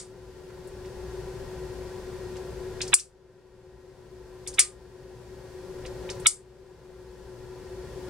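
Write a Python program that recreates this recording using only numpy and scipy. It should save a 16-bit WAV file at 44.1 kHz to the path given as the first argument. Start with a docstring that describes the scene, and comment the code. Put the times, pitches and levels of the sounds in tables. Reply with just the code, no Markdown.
"""A light switch and a fan

A fan hums in a small workroom while a wall switch is flipped three times; an earlier snap is
just dying away at the start. Each time, the lever ticks twice as it takes up its slack,
then snaps over and rings the plastic plate, the spring and the room. An automatic volume control
turns loud snaps down and lets the hum swell back over a second or two."""
import sys
import numpy as np
from scipy import signal
from scipy.fft import rfft, irfft, next_fast_len
from scipy.io import wavfile
from scipy.ndimage import uniform_filter1d

SR = 44100
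rng = np.random.default_rng(int(sys.argv[2]) if len(sys.argv) > 2 else 0)


def generate_wav(signal):
    """Clip the signal to [-1, 1] and save it as 16-bit WAV at the path in sys.argv[1]."""
    frames = np.transpose(np.atleast_2d(signal))
    scaled = np.clip(frames, -1, 1) * 32767
    pcm = np.round(scaled).astype(np.int16)
    wavfile.write(sys.argv[1], SR, pcm)


N = 356945
TIME = np.arange(N) / SR
AGE = TIME[:SR // 2]  # seconds since a hit
ROOM_RISE_S, ROOM_FADE_S = 0.0018, 0.19  # every fade time here is the time to fall by 60 dB
LEFT_DELAY_S = .000027  # the switch reaches the left microphone this much later


def undb(db):
    """Turn decibels (dB) into a number to multiply by."""
    return 10 ** (np.asarray(db) / 20)


def unit(x):
    """Scale a sound to an average (rms) level of 1."""
    return x / np.sqrt(np.mean(np.abs(x) ** 2))


def curve(points, hz):
    """Read between (Hz, dB) points, with octaves evenly spaced."""
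    point_hz, db = np.transpose(points)
    return np.interp(np.log(hz + 1), np.log(point_hz), db)


def pan(left_minus_right_db):
    """Share a sound between the left and right channels."""
    return undb(np.array([[1], [-1]]) * left_minus_right_db / 2)


def add(track, start, sound):
    """Mix a sound in at a time in seconds, dropping what falls outside the track."""
    i = int(start * SR)
    sound, i = sound[:, max(-i, 0):], max(i, 0)
    track[:, i:i + sound.shape[1]] += sound[:, :N - i]


# How wide noise sounds. Each row: frequency in Hz, dB of the channels' difference over their shared part.
STEREO_WIDTH = [(60, -14), (330, -10), (600, -11.5), (1800, -8), (3300, -2), (6000, -1.5), (10000, 0.5)]
def coloured(white, colour, balance, peaks=(), tilt_db=0, side_db=0, lag_s=0):
    """Shape two white noises into one stereo sound whose bass is nearly alike on both sides."""
    size = white.shape[1]
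    hz = np.fft.rfftfreq(size, 1 / SR)
    octaves = np.log2(np.maximum(hz / 1000, 1))  # the treble tilt starts at 1000 Hz
    db = curve(colour, hz) + tilt_db * octaves
    for centre, width, lift_db in peaks:
        db = db + lift_db * np.exp(-2 * ((hz - centre) / width) ** 2)
    mid, side = rfft(white) * undb(db)
    side = side * undb(curve(STEREO_WIDTH, hz) + side_db)
    left = (mid + side) * np.exp(-2j * np.pi * hz * lag_s)
    return unit(irfft(np.array([left, mid - side]) * pan(curve(balance, hz)), size))


def standing_waves(x, spacing_hz=22, depth_db=3.0, above_hz=700, fade_hz=2800):
    """The room lifts some middle frequencies and hollows out their neighbours."""
    hz = np.fft.rfftfreq(N, 1 / SR)
    heights = rng.standard_normal(len(hz))
    reach = np.minimum(hz / above_hz, 1) / (1 + (hz / fade_hz) ** 2) ** .5
    ripple = np.interp(hz / spacing_hz, np.arange(len(hz)), heights) * reach
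    return irfft(rfft(x) * undb(depth_db * ripple), N)


# The fan's rushing air and hiss. Each row: frequency in Hz, relative level in dB.
AIR_COLOUR = [(15, -26), (28, -4), (40, -14.5), (110, -6.5), (165, -6.5), (260, -15.5), (450, -9),
              (640, -19), (1000, -24), (1250, -25), (2600, -31), (5000, -32), (9500, -38.5), (12500, -44),
              (15000, -48.5)]
# Resonances the air stirs up, and dips between them. Each row: centre in Hz, width in Hz, lift in dB.
AIR_RESONANCES = [(57.4, 34, 7.5), (118, 35, 2.5), (377.3, 35, 13), (418, 20, -4), (522, 45, 6.5),
                  (550.4, 26, 6.5), (630, 30, 2), (682, 26, 6.5), (766, 34, 9), (885, 90, 7.5),
                  (992.7, 87, 9.5), (1443, 160, 4.5), (1671, 70, 8), (1870, 95, 7.5), (3150, 700, -0.5),
                  (4430, 130, 1.5)]
# Where the air is heard. Each row: frequency in Hz, left minus right in dB.
AIR_BALANCE = [(60, 2.5), (370, 3.5), (900, 2.5), (3000, 2), (10000, 0.9)]
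# Motor and blade tones. Each row: pitch in Hz, level in dB, share that wavers,
# speed of wavering in Hz, left minus right in dB.
FAN_TONES = [(58.3, -50, 0.82, 5.4, 4), (120.5, -54, 0.42, 6.6, 3), (367.2, -42, 0.2, 3.3, 4.5)]
def fan(air_db=-40.5):
    """Air rushes steadily under the wavering tones of the motor and blades."""
    air = standing_waves(coloured(rng.standard_normal((2, N)), AIR_COLOUR, AIR_BALANCE, AIR_RESONANCES))
    hum = 0
    for hz, db, share, rate_hz, pan_db in FAN_TONES:
        phase = 2 * np.pi * (hz * TIME + rng.random())
        tone = np.real((1 + share * waver(rate_hz)) * np.exp(1j * phase))
        hum = hum + undb(db) * unit(tone) * pan(pan_db)
    return hum + undb(air_db) * air


def waver(rate_hz):
    """A slow random drift in a tone's strength and phase."""
    size = next_fast_len(N)
    hz = np.fft.fftfreq(size, 1 / SR)
    noise = rng.standard_normal(size) + 1j * rng.standard_normal(size)
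    return unit(np.fft.ifft(noise / (1 + (hz / rate_hz) ** 2))[:N])


# The rise and fall of a low rush. Each row: time in seconds, level in dB.
RUSH_LEVELS = [(5.68, -75), (5.8, -48.5), (6.2, -51), (6.3, -72.5)]
# Its tone. Each row: frequency in Hz, relative level in dB.
RUSH_TONE = [(20, -23), (100, -8), (220, -4.5), (350, -15.5), (470, 1.5), (560, 9.5), (660, -23.5),
             (1500, -22), (5000, -51.5)]
def low_rush():
    """A soft low rush swells before the last flip and fades as it snaps."""
    times, db = np.transpose(RUSH_LEVELS)
    envelope = np.interp(TIME, times, undb(db), left=0, right=0)
    return envelope * coloured(rng.standard_normal((2, N)), RUSH_TONE, AIR_BALANCE)


def swell(rise_s, fade_s):
    """Loudness after a hit: a quick rise, then a smooth fade."""
    return (1 - np.exp(-AGE / rise_s)) * np.exp(-np.log(1000) * AGE / fade_s)


# Where the switch is heard. 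Each row: frequency in Hz, left minus right in dB.
SWITCH_BALANCE = [(900, -1.5), (1600, -3), (2700, -5), (4000, -0.5), (5500, 0), (8500, 4), (12000, -1.5)]
def contact(colour, rise_s, fade_s, room_db, tilt_db=0):
    """Plastic hits plastic: a burst of noise and its reflections from the walls."""
    envelope = np.hypot(swell(rise_s, fade_s), undb(room_db) * swell(ROOM_RISE_S, ROOM_FADE_S))
    noise = rng.standard_normal((2, len(AGE))) * envelope
    burst = coloured(noise, colour, SWITCH_BALANCE, tilt_db=tilt_db, side_db=-5.5, lag_s=LEFT_DELAY_S)
    fade_out = np.minimum(2 - 2 * AGE / AGE[-1], 1)
    return burst * fade_out * np.sqrt(np.mean(envelope ** 2))


def ringing(notes, blur_hz, room_db, rise_s=0.0041, room_side_db=-2):
    """A struck part rings at its own notes, and the room holds a blurred trace of each."""
    out = 0
    bins = np.fft.rfftfreq(len(AGE), 1 / SR)
    for hz, fade_s, db in notes:
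        phase = 2 * np.pi * (rng.random() + hz * (AGE - np.array([[LEFT_DELAY_S], [0]])))
        ring = np.sin(phase) * swell(rise_s, fade_s) * pan(curve(SWITCH_BALANCE, hz))
        band = np.exp(-((bins - hz) / blur_hz) ** 2)
        mid, side = irfft(rfft(rng.standard_normal((2, len(AGE)))) * band, len(AGE))
        blur = unit(mid + undb(room_side_db) * side * np.array([[1], [-1]]))
        out = out + undb(db) * (ring + undb(room_db) * blur * swell(ROOM_RISE_S, ROOM_FADE_S))
    return out


# The plate's notes. Each row: pitch in Hz, fade in seconds, level in dB for each of the three flips.
PLATE_NOTES = [(828, 0.068, -17, -21, -23), (1026, 0.047, -11.5, -24.5, -18), (1218, 0.31, -28, -21, -25.5),
               (1324, 0.042, -8.5, -14, -3.5), (1622, .05, -5, -7.5, -19.5), (1927, 0.05, -23.5, -4.5, -23),
               (2193, 0.05, -12.5, -4.5, 1), (2330, 0.078, -12, -1.5, -22.5), (2455, .045, -3, -10.5, -19),
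               (2620, 0.021, 1, -11, -14.5), (2780, .05, -16, -7, -23), (2960, 0.1, -17.5, -15, -6.5),
               (3440, 0.052, -4.5, -2, -1), (3740, .04, -11.5, -3, 2)]
def plate(flip):
    """The plastic plate rings; each flip (0, 1 or 2) strikes its notes differently."""
    notes = [(hz, fade_s, levels[flip]) for hz, fade_s, *levels in PLATE_NOTES]
    return ringing(notes, blur_hz=260, room_db=-13.5)


# The spring's notes. Each row: pitch in Hz, fade in seconds, relative level in dB.
SPRING_NOTES = [(4317, .08, -6), (4802, .09, -3.5), (5782, .09, -2), (6745, .08, 0), (7311, .08, 1.5),
                (7574, .08, 2), (7773, .08, 1), (8400, .075, 2), (8549, .07, 2), (8780, .07, 4),
                (8987, .07, 2.5), (9235, .075, 2), (9495, .07, 3), (9771, .085, 1.5)]
def spring(db=-0.5):
    """The spring and contacts ring high, with the same notes in every snap."""
    return undb(db) * ringing(SPRING_NOTES, blur_hz=110, room_db=-15)


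# The tone of a tick. Each row: frequency in Hz, relative level in dB.
TICK_COLOUR = [(20, -65.5), (500, -31), (1300, -8), (2300, 2), (3600, 3), (5200, 6.5), (7000, 3),
               (9400, 0.5), (10800, -21), (15000, -40.5)]
def tick(db, tilt_db):
    """A light tick, made brighter or duller by its treble tilt."""
    return undb(db) * contact(TICK_COLOUR, rise_s=.0008, fade_s=0.076, room_db=-9.5, tilt_db=tilt_db)


# Stray touches and rattles. Each row: start in seconds, level in dB, treble tilt in dB per octave.
TOUCHES = [(0.509, -46, -19), (0.672, -40, 35.5), (.855, -47, -6), (2.367, -44.5, -2.5), (2.9959, -13, 6),
           (4.602, -9, -1.5), (5.86, -37, -5.5)]
def stray_touches():
    """The lever ticks when it is brushed or rattles."""
    out = np.zeros((2, N))
    for start, db, tilt_db in TOUCHES:
        add(out, start, tick(db, tilt_db))
    return out


# Finger presses. 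Each row: start in seconds, level in dB, treble tilt in dB per octave,
# seconds until the lever settles, then that second tick's level and tilt.
FINGER_PRESSES = [(2.815, -23.5, 0, 0.062, -35.5, 4), (4.4741, -21.5, 11.5, 0.064, -32.5, 7.5),
                  (6.0999, -31, -1.5, .098, -43, 28)]
def presses(ring_db=-15.5):
    """A finger takes up the lever's slack: a tick that lightly rings the plate, then a softer tick."""
    out = np.zeros((2, N))
    for flip, (start, db, tilt_db, settle_s, settle_db, settle_tilt_db) in enumerate(FINGER_PRESSES):
        add(out, start, tick(db, tilt_db) + undb(db + ring_db) * plate(flip))
        add(out, start + settle_s, tick(settle_db, settle_tilt_db))
    return out


# The first instant of a snap. Each row: frequency in Hz, relative level in dB.
STRIKE_COLOUR = [(20, -70.5), (600, -43), (1400, -30), (3800, -22), (4700, -2.5), (9500, 3.5),
                 (11000, -13.5), (15500, -22.5)]
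# The crack that follows. Each row: frequency in Hz, relative level in dB.
CRACK_COLOUR = [(20, -67.5), (500, -47.5), (1300, -39), (2500, -24.5), (3900, -20.5), (4700, -8),
                (6200, -8), (7500, 0), (9650, -1.5), (10350, -15), (11300, -19.5), (12200, -33),
                (16000, -48)]
# The snaps. Each row: start in seconds, levels of strike, crack and ring in dB,
# then the crack's fade in seconds, room echo in dB and treble tilt in dB per octave.
LEVER_SNAPS = [(-.055, -6, -3, -16, .06, -10, -9), (2.9405, 15, 14.5, -8.5, 0.045, -17.5, 4.5),
               (4.593, 5.5, 3.5, -8, 0.073, -14.5, -1.5), (6.2684, 11, 9, -12, 0.045, -15.5, 1)]
def snaps(faint_tick_lead_s=0.0097):
    """The lever snaps over, ringing the plate and spring; a faint dull tick comes just before."""
    out = np.zeros((2, N))
    flips = (2, 0, 1, 2)  # the snap dying away at the start rings like the last one
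    for flip, (start, strike_db, crack_db, ring_db, fade_s, room_db, tilt_db) in zip(flips, LEVER_SNAPS):
        strike = contact(STRIKE_COLOUR, rise_s=.0002, fade_s=0.0038, room_db=-42)
        crack = contact(CRACK_COLOUR, rise_s=0.0018, fade_s=fade_s, room_db=room_db, tilt_db=tilt_db)
        ring = plate(flip) + spring()
        add(out, start - faint_tick_lead_s, tick(db=-36.5, tilt_db=-11.5))
        add(out, start, undb(strike_db) * strike + undb(crack_db) * crack + undb(ring_db) * ring)
    return out


def scene():
    """The switch over the fan."""
    return fan() + snaps() + presses() + stray_touches() + low_rush()


def early_lows(x, split_hz=3990, lead_s=.0098):
    """The lower part of the sound comes through a little ahead of the treble."""
    size = next_fast_len(N)
    hz = np.fft.rfftfreq(size, 1 / SR)
    low = irfft(rfft(x, size) / (1 + (hz / split_hz) ** 200), size)[:, :N]
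    lead = int(lead_s * SR)
    return x - low + np.pad(low[:, lead:], ((0, 0), (0, lead)), mode="reflect")


def volume_control(x, limit_db=-10.5, recovery_db_per_s=8.5, start_cut_db=10,
                   attack_s=0.0005, window_s=0.0019):
    """Turn the volume down quickly by however far it passes the limit, then steadily back up."""
    power = uniform_filter1d(np.mean(x ** 2, axis=0), int(window_s * SR))
    excess_db = np.maximum(10 * np.log10(np.maximum(power, 1e-12)) - limit_db, 0)
    climb_db = recovery_db_per_s * TIME
    cut_db = np.maximum(np.maximum.accumulate(excess_db + climb_db), start_cut_db) - climb_db
    smoothing = np.exp(-1 / (attack_s * SR))
    cut_db = start_cut_db + signal.lfilter([1 - smoothing], [1, -smoothing], cut_db - start_cut_db)
    return x * undb(-cut_db)


def hiss_suppressor(x, corner_hz=7450, faint_db=-69, cut_per_db=0.61, window_s=.03):
    """Turn the treble down further whenever it is very faint."""
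    size = next_fast_len(N)
    hz = np.fft.rfftfreq(size, 1 / SR)
    treble = irfft(rfft(x, size) * hz ** 2 / (hz ** 2 + corner_hz ** 2), size)[:, :N]
    power = uniform_filter1d(np.mean(treble ** 2, axis=0), int(window_s * SR))
    under_db = np.minimum(10 * np.log10(np.maximum(power, 1e-12)) - faint_db, 0)
    return x - treble * (1 - undb(cut_per_db * under_db))


def record(dry):
    """Move the lows ahead, control volume and hiss, flatten the hardest peaks, cut above 15700 Hz."""
    levelled = volume_control(early_lows(dry))
    clipped = np.clip(hiss_suppressor(levelled), -1, 1)
    return signal.sosfilt(signal.ellip(8, .2, 70, 15700, fs=SR, output="sos"), clipped)


dry = scene()
out = record(dry)
generate_wav(out)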